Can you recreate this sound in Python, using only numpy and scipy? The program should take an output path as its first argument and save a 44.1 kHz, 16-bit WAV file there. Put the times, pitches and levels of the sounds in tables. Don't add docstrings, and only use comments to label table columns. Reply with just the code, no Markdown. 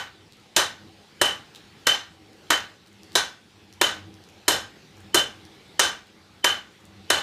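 import sys
import numpy as np
from scipy import signal
from scipy.fft import rfft, irfft
from scipy.io import wavfile
from scipy.ndimage import uniform_filter1d

SR = 44100
rng = np.random.default_rng(int(sys.argv[2]) if len(sys.argv) > 2 else 0)


def put_to_file(sound):
    columns = np.atleast_2d(sound).T
    safe = np.clip(columns, -1, 1)
    whole_steps = np.round(safe * 32767)
    wavfile.write(sys.argv[1], SR, whole_steps.astype(np.int16))


def natural_amplitude(level_db):
    exponent = np.asarray(level_db, float) / 20
    return 10 ** exponent


N = 318402

# f/Hz, level/dB per Hz
HISS = [(15, -21), (25, -27), (64, -44.5), (92, 1), (108, -2), (127, -9), (200, -3.5), (236, -11),
        (405, -7.5), (677, -17.5), (840, -12.5), (911, -17.5), (3920, -17.5), (14800, -41.5), (16000, -42)]
# f/Hz, width/Hz, level/dB
HUM = [(97.5, 18, 4.5), (201.3, 15, 4.5), (320, 26, 1.5), (411.4, 11, -5.5), (765, 47, -11)]
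# t/s, level/dB
BLOWER_LEVEL = [(0.0, -54), (1.99, -50.5), (2.21, -54.5), (2.61, -49.5), (2.85, -55.5), (3.24, -48.5),
                (3.38, -54.5), (4.64, -51.5), (5.89, -50.5), (6.03, -53.5), (6.94, -53), (7.22, -49)]
# f/Hz, t60/s
ROOM = [(200, 0.096), (530, 0.34), (1390, 0.34), (3680, 0.33), (9700, 0.23)]
# t/s, level/dB
EARLY = [(.0012, -30), (.0024, -6), (.0035, -9), (.0047, 7), (.0063, -22), (0.012, -6.5)]
# t/s, peak level/dB, centre f/Hz, echo level/dB
TICKS = [(.3232, -34.5, 4130, -11), (.370, -46, 6000, -16), (.399, -47, 6000, -21), (.836, -48, 4000, -14),
         (1.549, -29.5, 3670, -5.5), (2.332, -41, 5000, -18), (2.863, -42, 4500, -6.5),
         (2.882, -48, 8000, -16), (2.930, -47, 7300, -18), (3.0335, -33.5, 5460, -17),
         (3.1203, -34, 4300, -12), (3.131, -41, 8000, -8), (3.727, -35, 5500, -11),
         (4.1415, -39, 5530, -14), (4.2393, -38, 4960, -14), (4.289, -41, 6500, -12), (4.97, -43, 6500, -9),
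         (5.005, -42, 8000, -19), (5.4523, -34.5, 4900, -15), (5.681, -52, 9000, -14),
         (6.807, -51, 9000, -17), (6.0705, -41, 4500, -14), (6.8537, -38.5, 8000, -16)]
BLOWS = [(-0.09, -8, 0, 2.3, -0.9), (0.563, -5, 1.46, -.1, -0.59), (1.214, -5, -1.05, 0.43, -0.31),
         (1.8683, -5.5, 1, 0.19, 2.1), (2.503, -8, 0.2, 1.4, 0.17), (3.153, -8.5, 3, -0.44, -1.3),
         (3.813, -5, -0.3, 0.8, -0.78), (4.4802, -4.5, .3, -1.6, -0.9), (5.144, -6.5, -0.36, -1.5, 0.83),
         (5.7937, -4, 1.7, -0.23, 0.49), (6.443, -6, -0.5, 1.26, 1.3), (7.1017, -3.5, -0.2, 0.33, -1)]
MAIN_HZ = [3014, 3059, 3588, 3908, 6046, 14000]
# level/dB, t60/s
MAIN_MODES = [(-27, 0.24), (-23, 0.24), (-37, 0.26), (-38, 0.22), (-40, 0.27), (-58.5, 0.35)]
SIDE_HZ = [1503, 1570, 2845, 11480]
# level/dB, t60/s
SIDE_MODES = [(-39, 0.38), (-36.5, 0.35), (-37.5, 0.31), (-54, 0.16)]
LOW_HZ = [369, 565, 596, 810, 968, 1179, 1274, 1695, 1815]
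# level/dB, t60/s
LOW_MODES = [(-28, 0.094), (-28.5, 0.14), (-34.5, 0.24), (-37.5, 0.36), (-23.5, 0.12), (-34.5, 0.34),
             (-64, 0.096), (-44, 0.19), (-16.5, 0.038)]
TOP_HZ = [2340, 3495, 4137, 4230, 5265, 5660, 6640, 8457, 9280, 10710]
# level/dB, t60/s
TOP_MODES = [(-56, 0.43), (-45, 0.35), (-36, 0.19), (-46, 0.27), (-47, 0.36), (-48, 0.27), (-49, 0.19),
             (-40, 0.11), (-51, 0.1), (-38, 0.089)]
# f/Hz, level/dB per Hz
CRACK = [(60, -42.5), (180, -21), (330, 0.9), (600, -3.5), (1500, -2), (2300, -6.5), (3200, -8.5),
         (5000, -10), (7000, -10), (11500, -20), (15000, -26), (16500, -34.5)]
# f/Hz, width/Hz, level above the crack/dB
CLANG = [(1550, 250, 4), (1850, 150, 4), (2900, 200, 5), (3060, 160, 6), (3540, 200, 6), (3900, 150, 5),
         (4200, 200, 6), (5250, 200, 4), (6050, 200, 5), (6650, 250, 5), (7300, 250, 4), (8400, 300, 6),
         (9300, 250, 6), (10700, 300, 6), (11480, 300, 8), (12650, 300, 6), (13400, 250, 5),
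         (14600, 400, 2.5)]
# f/Hz, level/dB per Hz
THUD = [(30, -5), (50, -10.5), (90, -1.5), (160, -8), (300, -4.5), (500, -91)]
# usual level/dB, change/dB per step along, across, tilt
WAKES = [(0.5, -5.5, 0, 2), (2.2, -2, -0.2, 3), (-1, 2.5, -4, 3.5), (3, 2.3, 0, -1), (-3, 2.3, 0, 3.5),
         (0, 0.5, 3.5, -0.2), (-1.5, 2.4, 3, -1), (-1.4, 1.7, -3.4, 1), (1.2, -2, -0.3, 2.5), (5, -4, 2, 4)]
# usual level/dB, change/dB per step along, across, tilt
GROUP_WAKES = [(-4, -2, -0.15, -0.1), (-3.5, 2.5, -3.5, 0), (9, -1.5, -1.9, -0.3)]
COLOUR_HZ = [400, 1000, 2100, 4200, 11000]
# usual level/dB, change/dB per step along, across, tilt
COLOUR_WAKES = [(.3, -1.93, -2, -0.65), (.3, -0.57, -0.17, -0.77), (.3, -0.97, 0.9, 0.36),
                (.3, 0.17, -.4, -0.28), (.9, -1.2, -2.2, -.6)]

LEAD = .02
AHEAD_DB = -26
USUAL_DB, THUD_PER_DB = -5.5, -0.5
HISS_DB, HUM_DB, HUM_FOLLOWS, HUM_WOBBLE_DB = -1.03, -7, 0.64, 5.5
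FREE_HZ = 13000
GLINT_DB, GLINT_S = 3, 0.0033
FLAKE_DB = 3.5
KNOCK_HZ, KNOCK_DB, KNOCK_T60 = 366, -12, .07
EDGE_HZ = 15350


def evened(x):
    return x / np.sqrt(np.mean(x ** 2) + 1e-20)


def read(points, hz):
    f, value = np.transpose(points)
    return np.interp(np.log(hz + 1), np.log(f + 1), value)


def add(mix, s, sound):
    at = round(s * SR)
    sound = sound[max(-at, 0):]
    part = mix[max(at, 0):][:len(sound)]
    part += sound[:len(part)]


def coloured(x, points):
    return irfft(rfft(x) * natural_amplitude(read(points, np.fft.rfftfreq(len(x), 1 / SR))), len(x))


def causal(gain_db, smear):
    signed = np.fft.fftfreq(4096, 1 / SR)
    hz = abs(signed)
    lag = 2 * np.pi * smear * 3000 * np.log(1 + hz / 3000) * np.sign(signed)
    minimum_phase = np.conj(signal.hilbert(np.log(natural_amplitude(gain_db(hz)))))
    click = np.fft.ifft(np.exp(minimum_phase - 1j * lag)).real[:2048]
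    return click / np.linalg.norm(click)


def blower():
    frames, hz = N // 256 + 5, np.fft.rfftfreq(1024, 1 / SR)
    a, b, patches = rng.standard_normal((frames, 513, 3)).T
    patches = evened(uniform_filter1d(uniform_filter1d(patches, 10, 0), 12, 1))
    spectrum = (a + 1j * b) * natural_amplitude(read(HISS, hz)[:, None] + 2.04 * patches)
    hiss = signal.istft(spectrum, nperseg=1024, noverlap=768)[1][:N]

    fine = np.fft.rfftfreq(N, 1 / SR)
    bands = sum(natural_amplitude(db) / (1 + (2 * (fine - f) / width) ** 2) for f, width, db in HUM)
    hum = irfft(rfft(rng.standard_normal(N)) * bands, N)

    s, flow_db = np.transpose(BLOWER_LEVEL)
    usual_db = flow_db.mean()
    flow_db = np.interp(np.arange(N) / SR, s, flow_db)
    wobble = evened(signal.resample(rng.standard_normal(40), N))
    hum_db = HUM_DB + usual_db + HUM_FOLLOWS * (flow_db - usual_db) + HUM_WOBBLE_DB * wobble
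    return natural_amplitude(flow_db + HISS_DB) * evened(hiss) + natural_amplitude(hum_db) * evened(hum)


def room():
    size = SR // 2
    since = np.arange(size) / SR
    taps = rng.choice([-1., 1.], size) * (rng.random(size) < .1)
    hz, t, z = signal.stft(taps, SR, nperseg=256)
    decay_db = -60 * t / read(ROOM, hz)[:, None]
    glint_db = GLINT_DB * np.outer(hz / (hz + 9000), np.exp(-t / GLINT_S))
    tail = signal.istft(z * natural_amplitude(decay_db + glint_db), SR, nperseg=256)[1][:size]
    tail *= np.clip(since / 0.0015, 0, 1)
    tail *= 1 + 1.1 * np.exp(-(since / .007) ** 2)
    tail *= natural_amplitude(16.5) / np.linalg.norm(tail)
    tail[0] += .7
    for s, db in EARLY:
        tail[round((s + rng.uniform(-.0005, .0005)) * SR)] += natural_amplitude(db) * rng.choice([-1., 1.])
    return tail


def snap(centre_hz):
    shape = [(centre_hz / 6, -30), (centre_hz / 1.8, -5), (centre_hz, 0), (centre_hz * 2.2, -12), (22000, -27)]
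    return causal(lambda hz: read(shape, hz) + FLAKE_DB * np.cos(2 * np.pi * hz / centre_hz), 0.00043)


def ticks():
    out, walls = np.zeros(N), room()[:SR // 3]
    for s, db, hz, echo_db in TICKS:
        add(out, s, natural_amplitude(db + 7.5) * snap(hz))
        add(out, s + 0.007, natural_amplitude(db + echo_db) * signal.fftconvolve(snap(hz), walls))
    crackle = (rng.random(N) < 25 / SR) * natural_amplitude(-64 + 1.4 * rng.exponential(1, N))
    return out + signal.oaconvolve(crackle, snap(5600))[:N]


def ring(hz, modes, extra_db, spread_db, twin):
    t = np.arange(SR // 2) / SR - LEAD
    db, t60 = np.transpose(modes)[:, :, None]
    luck, phase = rng.random((2, len(modes), 1))
    flutter = rng.standard_normal((len(modes), 2, 40))
    flutter = signal.resample(flutter[:, 0] + 1j * flutter[:, 1], len(t), axis=1)
    flutter = flutter * (np.reshape(hz, (-1, 1)) < FREE_HZ)
    level = natural_amplitude(db + extra_db + 2 * spread_db * luck - 60 * t / t60)
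    bloom = 1 - (.4 + .47 * twin) * np.exp(-(t / .024) ** 2)
    ahead = natural_amplitude(AHEAD_DB) * twin
    swell = np.where(t < 0, ahead * np.exp(t / .005), np.minimum(t / .0013 + ahead, bloom))
    tone = (1 + .55 * flutter) * np.exp(2j * np.pi * (np.outer(hz, t) + phase))
    return (level * swell * tone.real).sum(0)


def contact(colour_db):
    luck = rng.uniform(.4, 1.6, len(CLANG))
    colour = list(zip(COLOUR_HZ, colour_db))

    def clang_db(hz):
        return sum(k * db / (1 + (2 * (hz - f) / width) ** 2) for k, (f, width, db) in zip(luck, CLANG))

    return causal(lambda hz: read(CRACK, hz) + read(colour, hz) + clang_db(hz), 0.001784)


def blow(walls, crack_db, thud_db, low_db, top_db, colour_db, partials_db):
    t = np.arange(SR // 2) / SR - LEAD
    crack = np.zeros(len(t))
    add(crack, LEAD, natural_amplitude(7.5) * signal.fftconvolve(contact(colour_db), walls))

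    thud = evened(coloured(rng.standard_normal(len(t)), THUD)) * natural_amplitude(thud_db - 41.5 - 60 * t / .5)
    thud = thud * np.clip(t / 0.0029, 0, 1)
    knock = natural_amplitude(KNOCK_DB + low_db - 60 * t / KNOCK_T60) * np.sin(2 * np.pi * KNOCK_HZ * t)
    knock = knock * np.clip(t / 0.0016, 0, 1)

    twins = (np.arange(len(partials_db)) < 2)[:, None]
    steel = ring(MAIN_HZ + SIDE_HZ, MAIN_MODES + SIDE_MODES, np.reshape(partials_db, (-1, 1)), 0, twins)
    steel = steel + ring(LOW_HZ, LOW_MODES, low_db - 3, 3, 0)
    steel = steel + ring(TOP_HZ, TOP_MODES, top_db, 3, 0)
    return natural_amplitude(crack_db) * (crack - knock + natural_amplitude(14.5) * steel + thud)


def hammer():
    out, walls = np.zeros(N), room()
    for s, crack_db, *spot in BLOWS:
        landing = [1, *spot]
        partials_db = np.dot(WAKES, landing)
        low_db, top_db, thud_db = np.dot(GROUP_WAKES, landing)
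        colour_db = np.dot(COLOUR_WAKES, landing)
        thud_db = thud_db + THUD_PER_DB * (crack_db - USUAL_DB)
        here = 0.5 * walls + 0.78 * room()
        add(out, s - LEAD, blow(here, crack_db, thud_db, low_db, top_db, colour_db, partials_db))
    return out


def scene():
    return (blower() + ticks() + hammer())[None]


def limiter(x):
    power_db = 10 * np.log10(abs(uniform_filter1d(x ** 2, 90)) + 1e-12)
    fall = np.arange(N) * 90. / SR
    over_db = np.maximum(np.maximum.accumulate(power_db + fall) - fall + 11.5, 0)
    squeezed = x / natural_amplitude(0.88 * uniform_filter1d(over_db, 40))
    return .95 * np.tanh(squeezed / .95)


def thin_treble(x):
    hz, t, z = signal.stft(x, SR, nperseg=1024)
    power_db = 10 * np.log10(abs(z) ** 2 + 1e-20)
    middle_db = 10 * np.log10((abs(z[20:100]) ** 2).mean(0) + 1e-20)
    peak_db, rise_db = middle_db.max(), np.diff(middle_db, prepend=0)
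    luck = rng.standard_normal((len(t) // 8 + 1, 74)).T
    luck = luck.repeat(7, 0).repeat(8, 1)[:len(hz), :len(t)]
    mask_db = middle_db - 27 + 10 * luck + 4 * np.log2(hz / 12000 + .01)[:, None]

    settled = (rise_db < 1) & (np.roll(middle_db, -1) - middle_db < 3) & (middle_db > peak_db - 22)
    clear = power_db > uniform_filter1d(power_db, 15, 0) + 11
    unspared = uniform_filter1d(clear * 1., 3, 0) < .1
    dropped = (power_db < mask_db) & unspared & (hz > 8500)[:, None] & settled

    fading = (np.roll(middle_db, -2) - middle_db < 2) & (rise_db < 2) & (middle_db > peak_db - 33)
    above_edge = hz[:, None] > 14500 + 300 * luck
    dropped = dropped | (above_edge & fading & (middle_db < peak_db - 12))
    return x - signal.istft(z * dropped, SR, nperseg=1024)[1][:N]


def low_pass(x):
    return signal.sosfilt(signal.butter(12, 16490, fs=SR, output="sos"), x)


def record(dry):
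    limited = limiter(dry[0])
    limited = signal.sosfilt(signal.butter(2, 45, "high", fs=SR, output="sos"), limited)
    lowpass = signal.firwin(401, EDGE_HZ, window=("kaiser", 7), fs=SR)
    below = signal.oaconvolve(limited, lowpass, "same")
    shelved = below + natural_amplitude(-24) * (limited - below)
    return low_pass(thin_treble(shelved)[None])


dry = scene()
out = record(dry)
put_to_file(out)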